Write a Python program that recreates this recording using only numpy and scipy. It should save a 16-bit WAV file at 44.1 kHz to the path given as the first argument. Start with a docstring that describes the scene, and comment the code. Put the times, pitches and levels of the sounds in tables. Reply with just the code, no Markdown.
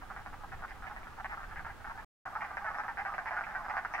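"""Wood frogs quack at a woodland pond, heard from the trees and then, after a short silence, from the bank.
Each croak is a brief train of larynx pulses ringing two resonances of throat and vocal sacs;
reeds scatter it and the trunks add a tail. More frogs call farther off, louder from the bank.
Underneath lies a bed of faint wind rumble and thin hiss; a few tiny chirps sit on top."""
import sys
import numpy as np
from scipy import signal
from scipy.fft import rfft, irfft
from scipy.io import wavfile

SR = 44100
rng = np.random.default_rng(int(sys.argv[2]) if len(sys.argv) > 2 else 0)


def put_to_file(sound):
    """Save the sound as 16-bit audio at rate SR, in the file named by the first command-line argument."""
    columns = np.atleast_2d(sound).T  # one column per channel
    safe = np.clip(columns, -1, 1)
    whole_steps = np.round(safe * 32767)
    wavfile.write(sys.argv[1], SR, whole_steps.astype(np.int16))


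N = 176400

# Cue list of the near frogs: t/s, length/s, level/dB, upper resonance f/Hz, upper over lower/dB
NEAR_CROAKS = [(.022,0.022,-47.5,1470,-10), (.102,0.026,-45,1270,4), (.163,0.024,-44,1480,3),
               (.186,0.017,-48.5,1540,-1), (.261,0.016,-43,1500,-6.5), (.33,0.025,-48,1560,-8),
               (.436,0.021,-44.5,1280,-26), (.519,0.037,-46,1560,2), (.542,0.01,-50.5,1330,9),
               (.622,0.038,-47,1360,0), (.638,0.021,-43.5,1330,11), (.68,.025,-53.5,1950,12),
               (.708,.021,-46.5,1690,3), (.823,0.047,-47.5,1420,4), (.868,.022,-44.5,1800,-2.5),
               (.898,0.038,-46,1350,0), (.963,0.024,-46,1670,2.5), (1.031,0.013,-48.5,1930,-7),
               (1.07,0.016,-47,1420,11), (1.178,0.02,-47.5,1380,-9), (1.199,0.016,-42.5,1430,-1),
               (1.245,0.022,-39,1680,-2), (1.296,0.038,-45.5,1680,-1), (1.322,0.033,-42,1420,11),
               (1.373,0.034,-44.5,1310,3), (1.404,0.023,-48,1500,-7), (1.432,.02,-45,1460,9),
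               (1.511,0.038,-50,1550,10), (1.559,0.049,-46,1710,6), (1.594,0.023,-45,1430,4),
               (1.648,.036,-42.5,1460,0.5), (1.688,0.036,-46.5,1560,-2), (1.844,0.021,-45.5,1480,2),
               (1.867,0.036,-44.5,1420,6), (1.897,0.033,-43,1430,-1.5), (1.976,0.035,-47.5,1496,0),
               (2.254,0.033,-41,1400,3), (2.324,.015,-48.5,1300,3), (2.353,0.025,-36.5,1400,2.5),
               (2.408,0.034,-44.5,2010,10), (2.42,0.019,-37,1210,13), (2.443,.021,-41,1730,-1.5),
               (2.508,.012,-42.5,1300,5), (2.57,.017,-36,1690,1.5), (2.608,.015,-45.5,1260,6),
               (2.644,0.033,-41.5,1530,0), (2.664,0.04,-38.5,1550,4), (2.703,.02,-40.5,1250,8),
               (2.745,0.019,-40.5,1620,7), (2.785,0.035,-36.5,1504,2.5), (2.836,0.014,-42.5,1540,1.5),
               (2.881,0.036,-38.5,1580,-2), (2.972,0.043,-40.5,1620,5), (2.984,0.025,-40.5,1830,0),
               (3.01,0.017,-42,1800,-3), (3.051,0.036,-38,1560,2), (3.082,0.036,-44,1300,14),
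               (3.121,0.033,-42.5,1250,-1), (3.139,0.019,-40.5,1820,-7.5), (3.181,0.023,-36,1540,3.5),
               (3.258,0.047,-39.5,1620,-2.5), (3.274,0.023,-44.5,2040,8), (3.308,0.024,-39,1640,-3),
               (3.332,0.036,-40.5,1520,0), (3.367,.036,-37.5,1500,16), (3.378,0.022,-46,1950,-4),
               (3.409,0.012,-36.5,1480,6), (3.438,.015,-45,2130,5), (3.467,0.021,-42,1500,6),
               (3.489,0.016,-43.5,1680,1), (3.55,0.035,-38,1544,7.5), (3.578,0.061,-46,1190,6),
               (3.646,0.029,-42.5,1480,-3), (3.683,0.059,-40.5,1350,2), (3.698,0.022,-39,1830,-7),
               (3.738,0.048,-39.5,1350,-2), (3.768,.032,-34,1564,0.5), (3.849,.015,-34,1515,9),
               (3.938,0.031,-35.5,1890,-3), (3.98,0.042,-38,1570,6)]
# Cue list of the high chirps: peak t/s, f/Hz, level/dB
CHIRP_CUES = [(.705, 5000, -68.5), (2.79, 5500, -65), (3.28, 5060, -69), (3.7, 5050, -67),
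              (3.775, 4600, -65), (3.942, 5760, -59), (3.98, 5600, -67)]
# Fader ride of the wind rumble: t/s, level/dB
WIND_SWELLS = [(0, -52), (.44, -50.5), (.54, -42.5), (.65, -52.5), (1.45, -52.5), (1.53, -48), (1.85, -51),
               (2.3, -57)]
# EQ curve of the wind rumble: f/Hz, level/dB
WIND_EQ = [(10, -4), (26, 0), (52, -5), (100, -13.5), (200, -24), (500, -37.5), (1500, -72.5)]
# EQ curve of the hiss: f/Hz, level/dB
HISS_EQ = [(30, -2.5), (200, 2), (450, -2.5), (1000, -3.5), (3000, -13.5), (5000, -20), (8000, -23.5),
           (15000, -27.5)]

# Croak tone at each place: lower resonance f/Hz, low cut f/Hz, high cut over upper resonance, ceiling f/Hz
VOICE_TREES, VOICE_BANK = (880, 655, 1.167, 3900), (850, 620, 1.1, 2920)
TREES_END_S, BANK_START_S = 2.048, 2.254


def undb(db):
    """Decibels to gain."""
    return 10 ** (np.asarray(db) / 20)


def pan(db):
    """Left and right gains; negative leans right."""
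    return undb(np.array([[db], [-db]]) / 2)


def unit(x):
    """Scale to rms 1."""
    return x / np.sqrt(np.mean(x ** 2))


def resonance(f, hz, width):
    """Response of one resonance, gain 1 at its centre."""
    return 1j * f * width / (hz ** 2 - f ** 2 + 1j * f * width)


def slope(f, hz, kind, order):
    """Response of a high-pass or low-pass filter."""
    return signal.freqs(*signal.butter(order, 1, kind, analog=True), worN=f / hz)[1]


def stereo_noise(eq, width):
    """Mid and side noise shaped by an EQ curve; width is the side gain."""
    hz, db = np.array(eq).T
    f = np.maximum(np.fft.rfftfreq(N, 1 / SR), 1)
    curve = undb(np.interp(np.log(f), np.log(hz), db))
    mid, side = (unit(irfft(rfft(white) * curve, N)) for white in rng.standard_normal((2, N)))
    return np.array([mid + width * side, mid - width * side])


def wind_and_hiss(t):
    """The bed: wind rumbles in slow swells under a steady hiss."""
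    rumble = stereo_noise(WIND_EQ, width=0.36) * undb(np.interp(t, *np.array(WIND_SWELLS).T))
    hiss = stereo_noise(HISS_EQ, width=0.82) * undb(np.where(t < TREES_END_S, -58, -58.5))
    return rumble * pan(-2) + hiss


def chirps(t, swell_s=0.013):
    """Faint chirps high above the croaks: narrow bands of noise that swell and fade."""
    f = np.fft.rfftfreq(N, 1 / SR)
    white = rfft(rng.standard_normal((2, N)))
    out = np.zeros((2, N))
    for peak_s, hz, db in CHIRP_CUES:
        band = unit(irfft(white * resonance(f, hz, width=450) ** 2, N))
        out += undb(db) * np.exp(-((t - peak_s) / swell_s) ** 2) * band
    return out


def echo_cloud(t60_s, size, wide_hz=2500):
    """Stereo spectrum of dying echoes off stems and trunks: narrow in the bass, wide in the treble."""
    t, f = np.arange(size) / SR, np.fft.rfftfreq(size, 1 / SR)
    spikes = rng.standard_normal((2, size)) ** 3  # cubed, so single reflections stand out
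    echoes = spikes * undb(-60 * t / t60_s) * (1 - np.exp(-t / .004))
    mid, side = rfft(echoes / np.sqrt(np.sum(echoes ** 2, axis=1, keepdims=True)))
    side *= np.minimum(f / wide_hz, 1) ** 2.8
    return np.array([mid + side, mid - side])


def woodland(x):
    """The long reverb tail from the trees round the pond."""
    impulse = irfft(echo_cloud(t60_s=0.8, size=SR), SR)
    return signal.fftconvolve(x, impulse, axes=1)[:, :N]


def far_chorus(per_s=60):
    """Frogs across the pond call at random, blurred by the reeds and the wood."""
    count = int(per_s * N / SR)
    timing, length, loudness, pitch, brightness = rng.standard_normal((count, 5)).T
    starts = (np.arange(count) + timing / 2) / per_s % (N / SR)
    lengths = .028 * np.exp(0.27 * np.tanh(length))
    cues = zip(starts, lengths, 5.5 * np.tanh(loudness), 1407 * np.exp(0.078 * pitch), 3 * brightness - 2)
    calls = croaks(cues, reeds_db=4.5)
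    return unit(calls + undb(-10) * woodland(calls))


def larynx(f, rate_hz, length_s, jitter, scatter):
    """Spectrum of a sharp first pulse, a gap, then an uneven train that fades in its second half."""
    periods = np.exp(0.0607 * jitter) / rate_hz
    periods[1] *= 1.9  # the larynx starts slowly
    times = np.cumsum(periods) - periods[0]
    pulse_db = np.interp(times / length_s, [0, .5, 1], [0, 0, -9]) + 1.86 * scatter
    pulse_db[0] = 3.5
    live = times < length_s
    return undb(pulse_db[live]) @ np.exp(-2j * np.pi * np.outer(times[live], f))


def throat(f, pulses, band, lower_hz, upper_hz, upper_db):
    """The pulses ring two resonances of throat and vocal sacs, with a faint rasp on top."""
    def ring(response):
        return response / np.sqrt(np.mean(np.abs(response * pulses) ** 2))  # rms 1 once driven
    lower = ring(band * resonance(f, lower_hz, width=503))
    upper = ring(band * resonance(f, upper_hz, width=380))
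    rasp = ring(resonance(f, 5000, width=1500) ** 2)
    return pulses * (ring(lower + undb(upper_db) * upper) + undb(-34.5) * rasp)


def croaks(cues, reeds_db, size=5120):
    """One quack per cue: larynx into throat, scattered by the reeds round each frog."""
    f = np.fft.rfftfreq(size, 1 / SR)
    out = np.zeros((2, N + size))
    for start, length, db, upper_hz, upper_db in cues:
        jitter, scatter, frog = rng.standard_normal((3, 24))
        lag, lean, pitch = frog[:3]  # each frog has its own spot and tuning
        lower_hz, low_cut_hz, cut_ratio, ceiling_hz = VOICE_TREES if start < TREES_END_S else VOICE_BANK
        lower_hz *= np.exp(0.0608 * pitch)
        pulses = larynx(f, .47 * lower_hz, length, jitter, scatter)
        band = slope(f, low_cut_hz, "high", order=7) * slope(f, cut_ratio * upper_hz, "low", order=4)
        band *= slope(f, ceiling_hz, "low", order=5)
        voice = throat(f, pulses, band, lower_hz, upper_hz, upper_db) * undb(db) * np.sqrt(length * SR)
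        direct = np.exp(-2j * np.pi * np.outer([0, .0001 + .00004 * lag], f))  # the left ear leads
        reeds = undb(reeds_db) * echo_cloud(t60_s=0.04, size=size)
        ears = voice * (direct + reeds) * pan(lean - 1.5)
        i = int(start * SR)
        out[:, i:i + size] += irfft(ears, size)
    return out[:, :N]


def scene():
    """The same chorus from among the trees, then from the bank, over the bed."""
    t = np.arange(N) / SR
    bed, near = wind_and_hiss(t), croaks(NEAR_CROAKS, reeds_db=-6.5)
    tail, far = woodland(near), far_chorus()

    def mix(near_db, send_db, far_db):
        return undb(near_db) * (near + undb(send_db) * tail) + undb(far_db) * far
    trees = mix(near_db=0.5, send_db=-13, far_db=-54)
    bank = mix(near_db=0.39, send_db=-11, far_db=-47)
    return bed + chirps(t) + np.where(t < TREES_END_S, trees, bank)


def record(dry, ramp_s=.002, top_hz=15750):
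    """A hard mute between the two places, and a steep high cut."""
    t = np.arange(N) / SR
    gate = np.clip(np.maximum(TREES_END_S - t, t - BANK_START_S) / ramp_s, 0, 1)
    high_cut = signal.ellip(10, .1, 70, top_hz, fs=SR, output="sos")
    return signal.sosfilt(high_cut, dry * gate)


dry = scene()
out = record(dry)
put_to_file(out)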